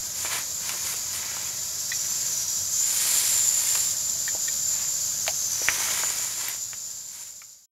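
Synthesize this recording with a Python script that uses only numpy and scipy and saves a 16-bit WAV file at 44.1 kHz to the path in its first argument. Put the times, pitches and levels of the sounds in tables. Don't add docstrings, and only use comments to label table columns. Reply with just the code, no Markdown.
import sys
import numpy as np
from scipy import signal
from scipy.fft import rfft, irfft, next_fast_len
from scipy.io import wavfile
from scipy.ndimage import map_coordinates

SR = 44100
rng = np.random.default_rng(int(sys.argv[2]) if len(sys.argv) > 2 else 0)


def dump(signal):
    limited = np.clip(np.atleast_2d(signal).T, -1, 1)
    pcm = np.round(limited * 32767).astype(np.int16)
    wavfile.write(sys.argv[1], SR, pcm)


N = 340011


def amp(db):
    return 10 ** (np.asarray(db) / 20)


def unit(x):
    return x / np.sqrt(np.mean(x ** 2) + 1e-20)


def curves(rows):
    times_s, *columns = np.transpose(rows)
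    return [np.interp(np.arange(N) / SR, times_s, column) for column in columns]


def wobble(rate):
    knots = rng.standard_normal(int(N * rate / SR) + 4)
    return map_coordinates(knots, [np.arange(N) * rate / SR])


def filtered(x, response):
    size = x.shape[-1]
    padded = next_fast_len(size + 8192)
    spectrum = rfft(x, padded) * response(np.fft.rfftfreq(padded, 1 / SR))
    return irfft(spectrum, padded)[..., :size]


def noise(spectrum):
    freq_hz, level_db = np.transpose(spectrum)

    def response(hz):
        return amp(np.interp(np.log(hz + 1), np.log(freq_hz), level_db))

    return unit(filtered(rng.standard_normal(N), response))


def narrow_noise(centre_hz, half_width_hz):
    slow_cos, slow_sin = filtered(rng.standard_normal((2, N)), lambda hz: 1 / (1 + (hz / half_width_hz) ** 2))
    phase = 2 * np.pi * np.cumsum(centre_hz) / SR
    return unit(slow_cos * np.cos(phase) + slow_sin * np.sin(phase))


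def add(track, start_s, sound):
    part = track[round(start_s * SR):][:len(sound)]
    part += sound[:len(part)]


def walls(x, drift=0.046):
    # delay_s, strength (amplitude against the direct sound)
    paths = [(.00125, 0.16), (.0031, 0.28), (.0057, 0.0047), (.0094, .15), (0.0147, 0.23)]
    n = np.arange(N)
    total = x
    for delay_s, strength in paths:
        delay = delay_s * SR * (1 + drift * wobble(1.5))
        total = total + strength * np.interp(n - delay, n, x)
    return unit(total)


def shelter(x, t60_s=0.083, wet_db=-4.5):
    t = np.arange(SR // 5) / SR
    tail = rng.standard_normal(len(t)) * amp(-60 * t / t60_s) * (t > .002)
    return x + amp(wet_db) * signal.fftconvolve(x, tail / np.linalg.norm(tail))[:N]


def flame(rumble_db=-48.0, drone_db=-64):
    # (per Hz, relative)
    rumble_spectrum = [(20, -21.5), (45, -8), (65, -8.5), (90, 3.5), (115, 0), (170, 2), (260, -10),
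                       (360, -11.5), (520, -5), (750, -10.5), (1400, -7.5), (2400, -13), (3500, -13),
                       (8000, -34.5)]
    drone = narrow_noise(np.full(N, 108.), half_width_hz=4.8)
    drone = drone + 0.51 * narrow_noise(np.full(N, 196.), half_width_hz=1.8)
    return amp(rumble_db) * walls(noise(rumble_spectrum)) + amp(drone_db) * drone


def crack(size, low_hz=700, high_hz=6500):
    def response(hz):
        return hz ** 2 / (hz ** 2 + low_hz ** 2) / (1 + (hz / high_hz) ** 2)

    return unit(filtered(rng.standard_normal(size), response))


def clicks(swell_s=0.0024):
    # start_s, level_db (peak of the ring, before the shelter answers), pitch_hz,
    # snap_db (bright contact noise against the ring, on a base of half amplitude), chatter_db (depth)
    rattles = [(0.6917, -25, 1987, 7.5, 1), (1.917, -17.5, 1970, -15, 4), (3.751, -33, 1920, 16, 3),
               (4.278, -20, 1825, -9, 8), (4.4794, -24.5, 1855, -6, 4.5)]
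    # ratio (multiple of the pitch), level_db (relative), t60_s
    modes = [(.6, -13, 0.023), (.78, -11, 0.024), (.92, -2.5, 0.023), (0.998, 6, 0.024),
             (1.12, -10.5, 0.02), (1.26, -9.5, 0.052), (1.76, -9.5, 0.056), (2.03, -7.5, 0.056)]
    track, t = np.zeros(N), np.arange(SR // 8) / SR
    contact = (t / swell_s * np.exp(1 - t / swell_s)) ** 2
    for start_s, level_db, pitch_hz, snap_db, chatter_db in rattles:
        chatter = amp(chatter_db * wobble(430)[:len(t)])
        ring = np.zeros(len(t))
        for ratio, mode_db, t60_s in modes:
            phase = 2 * np.pi * (ratio * pitch_hz * t + rng.random())
            ring += amp(mode_db - 60 * t / t60_s) * np.sin(phase)
        ring = ring * chatter * (1 - np.exp(-t / swell_s))
        snap = amp(snap_db) * contact * crack(len(t)) / 2
        add(track, start_s, amp(level_db) * (ring / np.abs(ring).max() + snap))
    return track


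def knocks():
    hits = [(.249, -19, 857, 0.34, -8.5), (1.368, -26, 1070, 0.53, -11), (4.35, -26.5, 653, 0.66, -14.5),
            (5.2664, -18, 1533, 0.52, 3), (5.279, -14, 2290, 1.27, 3), (5.2801, -20, 720, 1.5, -23.5),
            (5.617, -26.5, 507, 0.51, -26), (5.6856, -1.5, 2090, .86, -21.5),
            (5.886, -19, 1550, 0.82, -9.5), (6.0357, -16.5, 1160, 0.46, -26),
            (6.4836, -19, 2160, 1.4, -0.5), (6.4845, -10.5, 12900, 5, -1.5),
            (6.7324, -14.5, 1870, .4, -6.5), (7.4175, -19.5, 2230, 2.1, -8.5), (7.4195, -25, 1330, 1.7, -7)]
    track, t = np.zeros(N), np.arange(SR // 20) / SR
    for start_s, level_db, pitch_hz, cycles, crack_db in hits:
        swell_s = cycles / pitch_hz
        u = t / swell_s
        envelope = (u * np.exp(1 - u)) ** 2
        tone = np.sin(2 * np.pi * pitch_hz * (t - swell_s))
        add(track, start_s, amp(level_db) * envelope * (tone + amp(crack_db) * crack(len(t)) / 2))
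    return track


def stroke_shape(start_s, length_s, rise=0.15, fall=0.19):
    u = np.clip((np.arange(N) / SR - start_s) / length_s, -10, 10)
    return 1 / (1 + np.exp(-u / rise)) / (1 + np.exp((u - 1) / fall))


def soft_ticks(rate, low_hz=350, high_hz=1500):
    ticks = (rng.random(N) < rate / SR) * rng.uniform(-1.16, 1, N)
    return unit(filtered(ticks, lambda hz: (1j * hz / (low_hz + 1j * hz) / (1 + 1j * hz / high_hz)) ** 2))


def clothing(rub_db=1.0, swish_db=0, grain_db=1.0, swish_grain_db=1.4, catch_rate=30, catch_db=-14):
    # (per Hz, relative)
    rub_spectrum = [(100, -38), (260, -14), (400, -6.5), (540, -5.5), (750, -6.5), (1000, 1), (1600, -1),
                    (2100, 4.5), (2700, -1), (3600, -0.5), (6000, -10), (10000, -11), (16000, -32)]
    swish_spectrum = [(500, -41), (2500, -13), (4700, -4), (7000, -5.5), (9000, -3), (11300, -3),
                      (13200, -9.5), (14300, -9.5), (16000, -24)]
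    # start_s, length_s, rub_level_db, swish_level_db
    # (both levels before the trims rub_db and swish_db)
    strokes = [(0.158, 0.13, -44, -35.5), (0.253, 0.025, -32, -37), (0.301, 0.1, -31, -32.5),
               (0.636, 0.16, -40, -38), (0.828, 0.14, -39.5, -33), (1.136, 0.056, -42, -32.5),
               (1.093, 0.43, -41, -51), (1.998, 0.41, -46.5, -42.5), (2.902, 0.52, -37, -25),
               (3.525, 0.35, -41, -29), (4.725, 0.15, -44, -48), (5.662, 0.45, -34, -32.5),
               (6.083, 0.38, -41, -34.5), (6.398, 0.15, -35, -33), (7.131, 0.16, -41, -33)]
    rub_gain, swish_gain = amp(-56), amp(-52)
    for start_s, length_s, rub_level_db, swish_level_db in strokes:
        speed = stroke_shape(start_s, length_s)
        rub_gain = np.hypot(rub_gain, amp(rub_level_db) * speed)
        swish_gain = np.hypot(swish_gain, amp(swish_level_db) * speed)
    slips = wobble(160)
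    rub = unit(walls(noise(rub_spectrum)) * amp(grain_db * slips))
    swish = unit(noise(swish_spectrum) * amp(swish_grain_db * slips))
    catches = amp(catch_db) * soft_ticks(catch_rate)
    return amp(rub_db) * rub_gain * (rub + catches) + amp(swish_db) * swish_gain * swish


def sweep(turn, edge_s=.15):
    centre_hz, level_db = curves(turn)
    start_s, end_s = turn[0][0], turn[-1][0]
    gate, = curves([(start_s - edge_s, 0), (start_s, 1), (end_s, 1), (end_s + edge_s, 0)])
    return gate * amp(level_db) * narrow_noise(centre_hz, half_width_hz=200)


def gas_jet(hiss_db=2.2, sweep_db=-1.0, whine_db=0, flutter_db=0.81, flicker_db=1.34):
    # (per Hz, relative)
    hiss_spectrum = [(300, -40), (2000, -31), (3100, -20), (3850, -12), (4330, -9.5), (4780, -4.5),
                     (5120, -3.5), (5500, -4.5), (6900, 3), (8100, -11), (9200, -19), (11200, -9.5),
                     (13200, -10.5), (14500, -22)]
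    # time_s, level_db (before the trim hiss_db)
    hiss_track = [(0, -35.5), (0.8, -34.5), (1.55, -35), (2.3, -32), (3.7, -32.5), (4.9, -33), (5.7, -32),
                  (6.2, -33), (7.6, -32)]
    # time_s, level_db (before flicker and flutter)
    whine_track = [(0, -37), (1.75, -38), (2.0, -33.5), (2.45, -34.5), (2.85, -28), (3.7, -24.5),
                   (3.95, -31), (4.35, -29), (4.6, -31.5), (4.9, -28.5), (5.3, -35.5), (5.8, -34.5),
                   (6.15, -30.5), (7.6, -31)]
    # time_s, centre_hz, level_db (before sweep_db)
    turns = [
        [(1.72, 5380, -45), (2.0, 5800, -35), (2.22, 6300, -39), (2.42, 5800, -32), (2.6, 5820, -38),
         (2.78, 6430, -32)],
        [(5.05, 6400, -37.5), (5.4, 6360, -32), (5.65, 5850, -30), (5.87, 6170, -35.5)],
    ]
    hiss_level_db, = curves(hiss_track)
    whine_level_db, = curves(whine_track)
    hiss = amp(hiss_level_db + hiss_db) * walls(noise(hiss_spectrum), drift=0.0055)
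    sweeps = amp(sweep_db) * sum(sweep(turn) for turn in turns)
    whine_hz = 7160 + 55 * wobble(5)
    whine = narrow_noise(whine_hz, half_width_hz=167)
    whine = whine * amp(whine_level_db + whine_db + flicker_db * wobble(14))
    return (hiss + sweeps + whine) * amp(flutter_db * wobble(50))


def scene():
    mono = flame() + shelter(clicks() + knocks()) + clothing() + gas_jet()
    return np.array([mono, mono])


def record(dry, top_hz=15750):
    # time_s, gain (amplitude factor)
    fade = [(6.0, 1), (6.6, .5), (7.2, .25), (7.655, .032), (7.662, 0)]
    gain, = curves(fade)
    return filtered(dry * gain, lambda hz: hz < top_hz)


dry = scene()
out = record(dry)
dump(out)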